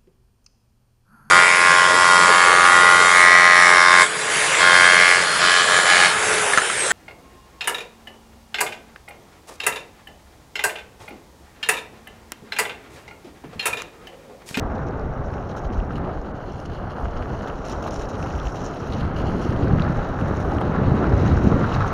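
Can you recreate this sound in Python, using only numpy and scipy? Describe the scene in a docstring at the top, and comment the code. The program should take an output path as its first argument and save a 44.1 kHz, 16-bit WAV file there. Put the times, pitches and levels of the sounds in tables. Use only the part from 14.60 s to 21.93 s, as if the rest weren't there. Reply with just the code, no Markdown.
"""Wet gravel track: a small camera on a pole rides beside an electric skateboard, microphone inside.
Wind on the microphone is shaped noise under level curves, with single gusts as low damped tones.
Air tyres roar and patter as noise and grains, and knock over larger stones as short damped tones.
Grit, spray and loose patches are random cracks; flicked stones ring and snap, wet flecks spatter.
The wet housing muffles the treble and colours it with a few resonances and two notches."""
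import sys
import numpy as np
from scipy import signal
from scipy.fft import rfft, irfft, next_fast_len
from scipy.io import wavfile
from scipy.ndimage import uniform_filter1d, map_coordinates

SR = 44100
rng = np.random.default_rng(int(sys.argv[2]) if len(sys.argv) > 2 else 0)


def materialize(psi):
    """Save the field psi as 16-bit PCM at rate SR to the path in sys.argv[1].

    A 1-D psi becomes a single channel; in a 2-D psi each row is a channel.
    """
    bounded = np.clip(np.atleast_2d(psi).T, -1, 1)
    quanta = np.round(bounded * 32767).astype(np.int16)
    wavfile.write(sys.argv[1], SR, quanta)


N = 323253  # samples


def amp(db):
    """Decibels to gain."""
    return 10 ** (np.asarray(db) / 20)


def unit(x):
    """Scaled to rms 1."""
    return x / np.sqrt(np.mean(x ** 2) + 1e-20)


def curves(rows):
    """One value per sample for each column after the time."""
    s, *columns = np.transpose(rows)
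    return [np.interp(np.arange(N) / SR, s, column) for column in columns]


def wobble(rate):
    """A smooth random curve, rate knots a second."""
    knots = rng.standard_normal(int(N * rate / SR) + 4)
    return map_coordinates(knots, [np.arange(N) * rate / SR])


def filtered(x, response):
    """x times a complex response of frequency."""
    m = next_fast_len(N + SR // 2)
    spectrum = rfft(x, m) * response(np.fft.rfftfreq(m, 1 / SR))
    return irfft(spectrum, m)[..., :N]


def colour(points):
    """Gain of (Hz, dB) points joined on a log axis."""
    f, db = np.transpose(points)
    return lambda hz: amp(np.interp(np.log(hz + 1), np.log(f), db, left=-120, right=-120))


def causal(gain):
    """The minimum-phase response with this gain: it starts after its cause."""
    def response(f):
        cepstrum = irfft(np.log(gain(f)))
        half = len(cepstrum) // 2
        folded = np.r_[cepstrum[0], 2 * cepstrum[1:half], np.zeros(len(cepstrum) - half)]
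        return np.exp(rfft(folded))
    return response


def modes(table):
    """Causal response of (Hz, width, dB) resonances; each is steep, two equal ones in a row."""
    def resonance(f, centre, width):
        return 1j * f * width / (centre * centre - f * f + 1j * f * width)
    return lambda f: sum(amp(db) * resonance(f, c, 1.13 * w) ** 2 for c, w, db in table)


def patchy(x, depth_db, size, bins=6):
    """x with patches of random gain, size frequency bins tall and bins time frames long."""
    z = signal.stft(x, nperseg=512)[2]
    field = uniform_filter1d(rng.standard_normal(z.shape), size=size, axis=0)
    field = uniform_filter1d(field, size=bins, axis=1)
    return signal.istft(z * amp(depth_db * unit(field)), nperseg=512)[1][:N]


def rush(points, patchy_db, lumps_db, rate):
    """Noise of rms 1 with patches of random gain and lumps in time."""
    x = patchy(rng.standard_normal(N + SR), patchy_db, size=4, bins=10)
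    return unit(filtered(x * amp(lumps_db * wobble(rate)), colour(points)))


def grains(per_second, spread_db, bed):
    """Tiny cracks at random moments, some larger than the rest, over a bed of hiss."""
    draw = rng.random((2, N))
    sizes = amp(-spread_db * np.log(draw[1] + 0.02)) * (draw[0] < per_second / SR)
    decay = amp(-60 * np.arange(SR // 100) / SR / 0.0089)  # t60 8.9 ms
    cracks = np.convolve(sizes, decay)[:N] * rng.standard_normal(N)
    return unit(unit(cracks) + bed * rng.standard_normal(N))


def pings(events, cycles, rise):
    """Short damped tones; cycles = periods to die by 60 dB, rise = attack in periods."""
    out = np.zeros(N + SR)
    for s, db, hz in events:
        turns = hz * np.arange(int(1.5 * cycles / hz * SR)) / SR
        shape = amp(-60 * turns / cycles) * (1 - np.exp(-turns / rise))
        tone = shape / shape.max() * np.sin(2 * np.pi * turns)
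        out[round(s * SR):][:len(turns)] += amp(db) * tone
    return out[:N]


def blows(events, gain_db):
    """One impulse for each event."""
    out = np.zeros(N)
    s, db = np.transpose(events)[:2]
    out[np.round(s * SR).astype(int)] = amp(db + gain_db)
    return out


# Wind on the microphone: t/s, strength level/dB, fast flutter level/dB re strength
WIND_CURVE = [(0, -30, -5), (.24, -28, -7.5), (.37, -30.5, -8.5), (1.47, -31, -5.5), (1.6, -36, -1),
              (2.3, -33, -8), (2.8, -32, -4), (3.3, -36, -2), (3.7, -29, -8), (4.25, -34.5, -1.5),
              (4.45, -23.5, -6.5), (4.57, -29, -5.5), (4.65, -22.5, -5), (4.78, -24.5, -2),
              (4.9, -23.5, -7), (5.05, -23, -2), (5.14, -21, -6), (5.3, -21, -10.5), (5.52, -29.5, -4),
              (5.65, -23, -8), (6.08, -25, -3), (6.3, -20, -5.5), (6.42, -22.5, -0.5), (6.49, -20, -5.5),
              (6.6, -17.5, -8.5), (6.94, -19.5, -4), (7.08, -23, -4.5), (7.2, -20.5, -17.5),
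              (7.33, -20.5, -13)]
# Spectrum of the slowest eddies: f/Hz, relative level/dB per Hz
EDDY_COLOUR = [(12, -18.5), (22, -8.5), (45, -8.5), (80, -13.5), (160, -43.5)]
# Spectrum of the buffeting: f/Hz, relative level/dB per Hz
BUFFET_COLOUR = [(30, -17), (60, -0.5), (110, 1.5), (200, -4), (350, -15.5), (700, -23), (2000, -33),
                 (6000, -70)]
# Spectrum of the fast small eddies: f/Hz, relative level/dB per Hz
FLUTTER_COLOUR = [(90, -12.5), (180, -0.5), (280, 0), (420, -3.5), (800, -19.5)]
CALM_DB = -30.5  # reference wind strength
# level at that strength in dB; dB gained per dB of wind
EDDY_DB, EDDY_GROWS = -32.5, 0.35
BUFFET_DB, BUFFET_GROWS = -31, 0.94


def wind():
    """Eddies shed by the camera press on the microphone; buffeting follows wind strength most closely."""
    wind_db, flutter_db = curves(WIND_CURVE)
    gust_db = wind_db - CALM_DB
    eddy_gain = amp(EDDY_DB + EDDY_GROWS * gust_db)
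    eddies = eddy_gain * rush(EDDY_COLOUR, patchy_db=-3.5, lumps_db=1.0, rate=9)
    buffet_gain = amp(BUFFET_DB + BUFFET_GROWS * gust_db + 0.85 * wobble(6.5))
    buffet = buffet_gain * rush(BUFFET_COLOUR, patchy_db=-0.1, lumps_db=1.5, rate=27)
    flutter = amp(wind_db + flutter_db) * rush(FLUTTER_COLOUR, patchy_db=-1.1, lumps_db=2.5, rate=70)
    return eddies + buffet + flutter


# Rolling tyres: t/s, roar level/dB, tread whirr level/dB re roar
ROLL_CURVE = [(0, -32, -6.5), (.7, -34, -8.5), (1.4, -34.5, -5.5), (1.5, -32.5, -8), (1.58, -36, -7.5),
              (2.1, -37.5, -8.5), (2.39, -34, -6), (2.7, -35.5, -5.5), (2.92, -32.5, -5.5), (2.98, -36, -5),
              (3.12, -33, -6), (3.35, -32, -9.5), (3.7, -34, -6), (4.3, -34.5, -5.5), (4.58, -35, -2),
              (4.65, -30.5, -8), (4.8, -34, -4.5), (5.12, -32, -4), (5.4, -31.5, -3), (5.9, -31, -5.5),
              (6.17, -31, -2), (6.33, -29, -8.5), (6.43, -29, -1.5), (6.5, -31.5, -3.5),
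              (6.62, -30.5, -5.5), (6.96, -30.5, -2), (7.33, -31, 1)]
# Spectrum of the carcass roar: f/Hz, relative level/dB per Hz
ROAR_COLOUR = [(60, -20), (200, -9.5), (400, -2), (600, -1.5), (830, -2.5), (1050, -13), (1600, -19.5),
               (3000, -91.5)]
# Spectrum of the tread: f/Hz, level/dB per Hz (relative in the patter)
TREAD_COLOUR = [(600, -18.5), (1000, 0), (1300, 2.5), (1550, -3), (1900, -12), (2400, -22), (4000, -32),
                (7000, -53)]


def tyres():
    """Rolling roar of the carcass and pattering tread, shaken together by the bumps of the track."""
    roar_db, tread_db = curves(ROLL_CURVE)
    bumps_db = 0.24 * wobble(60) + 0.6 * wobble(14)
    roar = amp(roar_db + bumps_db) * rush(ROAR_COLOUR, patchy_db=-0.27, lumps_db=1.17, rate=190)
    cracks = grains(per_second=500, spread_db=2.5, bed=0.95)
    patter = unit(filtered(cracks, causal(colour(TREAD_COLOUR))))
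    tread_gain = amp(roar_db + tread_db + bumps_db) + tread_rattle()
    return roar + tread_gain * patter


# The grit dips briefly: middle t/s, depth level/dB, length t/s
GRIT_LULLS = [(0.933, 7, .02), (1.1, 13, 0.022), (1.287, 8, 0.014), (1.427, 10, 0.014), (1.73, 14, 0.023),
              (1.793, 7, .025), (2.085, 5, 0.019), (2.287, 4, 0.018), (3.03, 5, .025), (3.217, 0, 0.022),
              (3.298, 18, .01), (3.482, 6, .025), (4.433, 2, 0.026), (4.52, 5, 0.054), (4.637, 21, 0.014),
              (4.948, 4.5, 0.017)]


def looseness():
    """Small patches raise every size of grit at once, and brief lulls lower it; in dB."""
    loose_db = 0.84 * wobble(8.9) + 0.77 * wobble(30)
    for s, depth_db, length in GRIT_LULLS:
        near = np.arange(round(s * SR) - SR // 10, round(s * SR) + SR // 10)
        lengths_away = (near / SR - s) / max(length, .005)
        loose_db[near] -= depth_db / (1 + (2 * lengths_away) ** 2)
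    return loose_db


# Grit before looseness and loose patches: t/s, coarse level/dB, fine level/dB
GRIT_CURVE = [(0.0, -67.5, -69), (0.73, -62, -66.5), (1.04, -63, -64.5), (1.53, -60, -69), (1.86, -58, -64),
              (1.98, -57, -64), (2.15, -59, -68.5), (2.47, -59.5, -66), (2.75, -57.5, -63.5),
              (3.16, -54.5, -57), (3.23, -61, -62), (4.06, -53.5, -53), (4.49, -51, -60.5),
              (4.8, -50.5, -60.5), (5.1, -53, -63.5), (5.65, -54.5, -57.5), (6.19, -53, -63.5),
              (6.49, -52, -61), (6.76, -50.5, -56), (7.33, -46.5, -57)]
# Wet spray before looseness and loose patches: t/s, level/dB
WET_CURVE = [(0.0, -85), (0.58, -81), (0.85, -79), (1.71, -78), (2.0, -74.5), (2.18, -77), (3.11, -74),
             (3.23, -74.5), (3.96, -70), (4.4, -70), (4.62, -71), (4.76, -69), (5.09, -74.5), (5.9, -69),
             (6.22, -73.5), (6.5, -75), (6.76, -71), (7.25, -72)]


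def gravel():
    """Grit and spray crackle all along and burst out where a tyre crosses a loose patch."""
    coarse_db, fine_db = curves(GRIT_CURVE)
    wet_db = curves(WET_CURVE)[0]
    coarse_db = coarse_db + 1.6 * wobble(40)  # coarse grit swells by itself
    coarse, fine, wet = amp(np.array([coarse_db, fine_db, wet_db]) + looseness())
    add_loose_patches(coarse, fine, wet)
    shared = grains(per_second=900, spread_db=4.5, bed=0.69)  # one crack sounds in every range
    grit = coarse * coarse_grit(shared) + fine * fine_grit(shared) + wet * wet_spray(shared)
    small_stones = pebbles(coarse * amp(-11.5), per_second=98)
    return grit + small_stones + ticks(coarse * amp(-11.5), per_second=99, spread_db=3.0)


# Housing modes rung by coarse grit and stones: f/Hz, nominal width/Hz, level/dB
HOUSING_MODES = [(2610, 490, 6), (3815, 440, 7.5), (2050, 1100, 3)]
# Second colour of the coarse grit, clearer and higher: f/Hz, nominal width/Hz, level/dB
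CLEAR_MODES = [(2850, 480, 10.5), (4080, 560, 5), (2130, 1800, 2.5)]
# Blend of the two colours: t/s, share of the second (0-1)
CLEAR_SHARE = [(0, 0.2), (1.7, 0.5), (1.9, 1), (2.7, 0.7), (3.0, 0.35), (4.4, 0.43), (4.6, 0.93),
               (5.0, 0.5), (5.6, 0.27), (7.33, 0.26)]


def coarse_grit(shared):
    """Coarse cracks ring housing modes, drifting between two colours."""
    cracks = shared + 1.08 * grains(per_second=300, spread_db=1.0, bed=0.82)
    share = np.clip(curves(CLEAR_SHARE)[0], 0, 1)
    dull = unit(filtered(cracks, modes(HOUSING_MODES)))
    clear = unit(filtered(cracks, modes(CLEAR_MODES)))
    return unit((1 - share) * dull + share * clear)


# Fine grit through the housing: f/Hz, relative level/dB per Hz
FINE_COLOUR = [(3000, -34), (4400, -17), (4950, -4), (5300, 4.5), (5600, 10.5), (5950, 6.5), (6500, 4.5),
               (7200, -0.5), (8200, -12), (9500, -24)]


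def fine_grit(shared):
    """Fine cracks coloured by the housing, their treble patchy."""
    cracks = shared + 0.52 * grains(per_second=350, spread_db=4.0, bed=0.5)
    return unit(patchy(filtered(cracks, causal(colour(FINE_COLOUR))), depth_db=1.5, size=10))


# Wet spray and flecks through the housing: f/Hz, relative level/dB per Hz
SPRAY_COLOUR = [(7000, -28), (8000, -17), (8600, 9.5), (9300, -1.5), (10200, 1), (11100, -5.5), (12000, 3),
                (12900, -5), (14600, -9), (16500, -19)]


def wet_spray(shared):
    """Spray is the top of the crackle, patchier than the fine grit."""
    cracks = 0.7 * shared + 1.1 * grains(per_second=350, spread_db=2.5, bed=0.5)
    return unit(patchy(filtered(cracks, causal(colour(SPRAY_COLOUR))), depth_db=3.0, size=18))


def pebbles(level, per_second):
    """Many small pebbles tick, each at its own pitch and size."""
    draw = rng.random((1500, 3))
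    s = np.cumsum(-np.log(draw[:, 0] + 1e-6) / per_second)
    size_db = -4.5 * np.log(draw[:, 1] + .04)
    hz = 2300 * 2.6 ** draw[:, 2]
    rows = np.c_[s, size_db, hz][s < N / SR]
    return level * unit(pings(rows, cycles=17, rise=0.56))


# Crack of a stone or stray grain through the housing: f/Hz, level/dB per Hz (relative for grains)
SNAP_COLOUR = [(1500, -20.5), (2300, 1.5), (3300, 1.5), (4500, -2.5), (5600, -14), (6800, -12.5),
               (8500, -28.5), (15000, -37.5)]


def ticks(level, per_second, spread_db):
    """Stray grains crack singly and in clumps."""
    draw = rng.random((3, N))
    rate = per_second * amp(6.7 * wobble(12))
    sizes = amp(-spread_db * np.log(draw[1] + .03))
    hits = (draw[0] < rate / SR) * sizes * np.sign(draw[2] - .5)
    return level * unit(filtered(hits, causal(colour(SNAP_COLOUR))))


# Tyres knock over larger stones: t/s, ring peak level/dB, f/Hz
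KNOCK_EVENTS = [(.069, -24, 646), (.683, -28, 700), (.827, -33.5, 800), (.948, -24.5, 520),
                (1.44, -27.5, 567), (1.496, -20, 720), (2.024, -28, 595), (2.383, -29, 775),
                (2.411, -26, 1100), (2.456, -21, 1190), (2.533, -27.5, 1300), (2.567, -27.5, 1250),
                (2.627, -28, 1500), (2.658, -25, 1330), (2.859, -25, 678), (3.04, -24.5, 595),
                (3.13, -25, 1000), (3.15, -28, 900), (3.263, -17, 785), (3.278, -19.5, 1140),
                (3.662, -19, 895), (3.944, -22, 700), (4.626, -19.5, 686), (4.918, -24, 611),
                (5.108, -23.5, 1400), (5.186, -21.5, 1400), (5.322, -25, 1100), (5.39, -18.5, 760),
                (5.984, -20, 1400), (6.014, -12.5, 800), (6.121, -25.5, 1500), (6.137, -26, 1400),
                (6.147, -20, 1090), (6.157, -19, 1200), (6.242, -23, 700), (6.398, -25.5, 500),
                (6.425, -14, 380), (6.455, -21.5, 1240), (6.535, -23, 605), (6.665, -18, 1240),
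                (6.921, -18, 510), (7.039, -19.5, 1140), (7.162, -13.5, 770), (7.207, -14.5, 1140)]


def knocks():
    """A larger stone rings a short damped tone and jolts the tread."""
    ring = pings(KNOCK_EVENTS, cycles=7.8, rise=0.26)
    jolt = blows(KNOCK_EVENTS, 11)  # dB re ring
    return ring + filtered(jolt, causal(colour(TREAD_COLOUR)))


def tread_rattle():
    """Gain by which the tread rattles on after each knock, dying fast."""
    t = np.arange(SR // 10) / SR
    shape = (1 - np.exp(-(t / .003) ** 2)) * amp(-60 * t / 0.017)  # rise 3 ms, t60 17 ms
    return signal.fftconvolve(blows(KNOCK_EVENTS, -6), shape)[:N]  # -6 dB re ring, before shape


# Loose gravel patches: t/s, fine level/dB, coarse level/dB re fine, length t/s
PATCHES = [(.149, -58, 2, 0.0087), (.264, -71, 5, 0.024), (.64, -69, -8, .031), (0.73, -64, 3, 0.016),
           (0.889, -61, 7, 0.033), (0.965, -52.5, -2, 0.027), (1.04, -70, 15, 0.02), (1.125, -62, 7, 0.017),
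           (1.167, -65, 5, 0.028), (1.354, -66, 15.5, 0.02), (1.998, -68, -10, 0.027),
           (2.051, -55, 1, 0.013), (2.114, -73.5, 16, .04), (2.298, -72, 16, .02), (2.436, -71, 10, 0.027),
           (2.563, -73, 18, .022), (2.617, -69, 13, 0.022), (2.82, -59, 5, 0.022), (2.873, -54, 4, 0.016),
           (3.043, -53, -2, 0.046), (3.093, -46, -3, 0.036), (3.223, -58, 4, 0.035), (3.264, -54, 6, 0.028),
           (3.304, -52.5, -3.5, 0.08), (3.388, -54.5, 2, 0.062), (3.484, -51.5, 1.5, 0.021),
           (3.538, -68, 15, 0.022), (3.621, -56, 2, 0.017), (3.668, -62, 7, 0.065), (3.856, -56, 0, 0.025),
           (3.955, -64, 6, 0.031), (4.036, -56, -7, 0.036), (4.135, -68.5, 12, 0.022),
           (4.318, -62, 14, 0.033), (4.36, -71, 16, 0.045), (4.556, -63, 8.5, 0.11),
           (4.662, -77, 11, 0.034), (4.814, -58, -2, 0.054), (4.922, -57, 4, 0.014), (5.673, -62, 3, 0.018),
           (5.755, -59, -4, 0.016), (5.8, -55, 3, 0.011), (6.01, -59, 1, 0.0099), (6.487, -77, 3, 0.028),
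           (6.574, -62, -6, 0.048), (6.659, -65, 10, .035), (7.13, -53.5, 2, 0.025),
           (7.193, -66, -8, 0.023), (7.265, -52, -13, 0.022)]


def add_loose_patches(coarse, fine, wet):
    """Each patch adds to all three gains in place: sudden start, flat top, quick end."""
    t = np.arange(SR // 4) / SR
    for s, db, coarse_db, length in PATCHES:
        shape = (1 - np.exp(-t / 0.0024)) / (1 + (t / max(length, .005)) ** 6)  # rise 2.4 ms
        span = slice(round(s * SR), round(s * SR) + len(t))
        shape = amp(db) * shape[:len(fine[span])]
        fine[span] += shape
        coarse[span] += amp(coarse_db) * shape
        wet[span] += amp(-16) * shape  # spray, dB re fine


# Flicked stones, before the offsets below: t/s, ring level/dB, f/Hz, snap level/dB
STONE_EVENTS = [(.182, -40, 3800, -52), (.268, -45, 5600, -56), (.31, -46, 4200, -52),
                (0.396, -46, 4800, -46), (.705, -50, 4300, -52), (.7383, -35, 2620, -57),
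                (.7821, -38, 2690, -49), (.827, -42, 2600, -62), (.897, -39, 3090, -52),
                (1.054, -42, 3070, -54), (1.103, -43, 2600, -45), (1.202, -31, 2720, -55),
                (1.3099, -42, 2790, -46), (1.3349, -40, 2750, -50), (1.3578, -36.5, 2860, -47),
                (1.3814, -47, 5500, -52), (1.4192, -46, 3400, -56), (1.4461, -41, 2660, -50),
                (1.5145, -44, 3240, -53), (1.6472, -43, 2930, -54), (1.8188, -45, 2860, -59),
                (1.9051, -42, 2870, -54.5), (2.0018, -42, 5300, -43), (2.0554, -44, 2950, -55),
                (2.1051, -43, 3080, -58), (2.1745, -42, 2890, -57), (2.3007, -43, 2800, -56),
                (2.4254, -45, 5600, -52), (2.453, -44, 2850, -54), (2.4833, -39, 2770, -55),
                (2.568, -37, 2750, -55), (2.6245, -31, 2450, -58), (2.751, -37, 2860, -56),
                (2.81, -38, 2970, -47), (2.8744, -31, 3400, -47), (2.8998, -32, 2750, -48),
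                (2.941, -42, 2630, -53), (3.0515, -38, 2810, -47), (3.085, -30, 5700, -40),
                (3.097, -35, 5610, -41.5), (3.2236, -42, 3660, -51), (3.24, -32, 2870, -51),
                (3.3087, -30, 5400, -47), (3.362, -27, 5500, -44), (3.49, -36, 5510, -47),
                (3.532, -43, 2850, -52), (3.6022, -39, 5520, -50), (3.6275, -28, 2670, -50),
                (3.6651, -33, 2720, -50), (3.707, -32, 2660, -48), (3.7525, -34, 2940, -47),
                (3.79, -33, 3060, -43), (3.8, -27, 3400, -48), (3.8536, -35, 2900, -47),
                (3.8711, -25, 2920, -49), (3.8834, -35, 5970, -50), (3.9569, -39, 5580, -46),
                (4.0941, -44, 2890, -47), (4.139, -39, 3130, -48), (4.3246, -27, 3770, -39),
                (4.338, -38, 3800, -44), (4.347, -38, 3700, -45.5), (4.407, -38, 2950, -48),
                (4.546, -43, 2820, -50), (4.8145, -37, 3030, -44), (4.9204, -42, 2960, -46),
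                (4.9626, -32, 3020, -49), (5.0, -39, 6800, -55), (5.008, -43, 6900, -58),
                (5.082, -38, 4300, -42), (5.197, -24.5, 2780, -36), (5.206, -40, 4700, -43.5),
                (5.2215, -23, 3870, -34.5), (5.2225, -32, 2300, -50), (5.2444, -40, 4700, -49),
                (5.284, -34, 2500, -48), (5.291, -41, 5900, -56), (5.372, -39, 6200, -45),
                (5.6126, -32, 2650, -47.5), (5.659, -42, 2660, -45), (5.7644, -43, 2830, -49),
                (5.8056, -38, 2680, -45), (5.985, -28, 2840, -45), (6.016, -29, 3100, -48),
                (6.112, -41, 2940, -46), (6.157, -41, 2720, -45), (6.4956, -40, 5200, -49),
                (6.5774, -38, 5800, -48), (6.6712, -40, 5600, -50), (6.9157, -36, 2730, -45),
                (7.126, -27, 2800, -42)]
RING_DB, CLICK_DB = -5, 7.5  # ring and click together; the blow on the housing re the ring
CHIP_DB, CRACK_DB = 4.5, 12  # chip and broad crack, re snap


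def stones():
    """A flicked stone cracks broadly, chips and rings at its own pitch and clicks in the housing modes."""
    s, db, hz, snap_db = np.transpose(STONE_EVENTS)
    ring = pings(np.c_[s, db, hz], cycles=15, rise=1.0)
    click = filtered(blows(STONE_EVENTS, CLICK_DB), modes(HOUSING_MODES))
    chip = pings(np.c_[s, snap_db + CHIP_DB, hz], cycles=5, rise=0.28)
    crack = filtered(blows(np.c_[s, snap_db], CRACK_DB), causal(colour(SNAP_COLOUR)))
    return amp(RING_DB) * (ring + click) + chip + crack


# Wet flecks hit the housing: t/s, starting level/dB of the spatter
FLECK_EVENTS = [(0.2682, -62), (1.3807, -52), (2.4098, -56), (2.8219, -53), (2.8808, -53), (3.0833, -51),
                (3.0963, -46), (3.2265, -51), (3.2659, -54), (3.3068, -55), (3.492, -57), (3.5856, -56),
                (4.0444, -53), (4.148, -53), (4.321, -53), (4.5789, -55), (4.8403, -52), (4.9151, -54),
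                (5.8031, -48), (5.842, -57), (5.8625, -54), (6.0106, -43), (6.495, -56), (6.6272, -53),
                (6.7265, -52), (6.786, -57), (7.157, -52), (7.2678, -52)]


def flecks():
    """Single wet flecks spatter on the housing as noise, a few milliseconds each."""
    decay = amp(-60 * np.arange(SR // 50) / SR / .006)  # t60 6 ms
    spatter = np.convolve(blows(FLECK_EVENTS, 0), decay)[:N]
    return spatter * unit(filtered(rng.standard_normal(N), colour(SPRAY_COLOUR)))


# Single gusts on the microphone port, before its leak: t/s, peak level/dB, f/Hz
GUSTS = [(.593, -17, 120), (1.443, -19, 112), (1.744, -21, 102), (2.604, -19, 82), (3.129, -23, 46.4),
         (3.744, -15, 53.4), (4.451, -16.5, 95.5), (4.64, -13, 203), (4.665, -16, 100), (4.69, -15, 190),
         (4.89, -10, 95), (5.025, -8.5, 90), (5.112, -15, 170), (5.132, -4.5, 142), (5.203, -12, 150),
         (5.298, -9, 150), (5.62, -17, 110), (5.71, -14.5, 190), (5.945, -15, 90), (6.095, -13, 150),
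         (6.195, -11, 140), (6.278, -16, 95), (6.317, -6.5, 131), (6.34, -10, 221), (6.531, -7.5, 65.5),
         (6.568, -15, 120), (6.726, -6, 80), (6.76, -8, 130), (6.85, -8, 190), (6.87, -5, 188),
         (6.918, -6, 150), (6.939, -9, 130), (7.14, -15, 130), (7.178, -12, 95)]


def thumps():
    """A strong gust thumps as a damped tone; the port lets its slowest part leak away."""
    leak_hz = 45
    gusts = pings(GUSTS, cycles=4.15, rise=0.53)
    return filtered(gusts, lambda f: (1j * f / (leak_hz + 1j * f)) ** 2)


def scene():
    """All sources at one microphone."""
    rolling = tyres() + gravel() + knocks()
    return (wind() + rolling + stones() + flecks() + thumps())[None]


# Bands the housing weakens: f/Hz, width/Hz, core width/Hz
HOUSING_NOTCHES = [(7950, 700, 230), (13400, 1500, 800)]
# Microphone self noise: f/Hz, relative level/dB per Hz
HISS_COLOUR = [(1500, -11), (4000, -14), (7000, -9.5), (9000, -5), (13000, -6.5), (16000, -8)]
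TOP_HZ = 15780  # band limit


def record(dry):
    """The housing notches narrow bands, the microphone adds its hiss; nothing passes the band limit."""
    def notch(f, centre, wide, core):
        detune = centre * centre - f * f
        return ((detune + 1j * f * core) / (detune + 1j * f * wide)) ** 2
    housed = filtered(dry, lambda f: np.prod([notch(f, *row) for row in HOUSING_NOTCHES], axis=0))
    hiss = amp(-81) * unit(filtered(rng.standard_normal(N), colour(HISS_COLOUR)))
    return filtered(housed + hiss, lambda f: f < TOP_HZ)


dry = scene()
out = record(dry)
materialize(out)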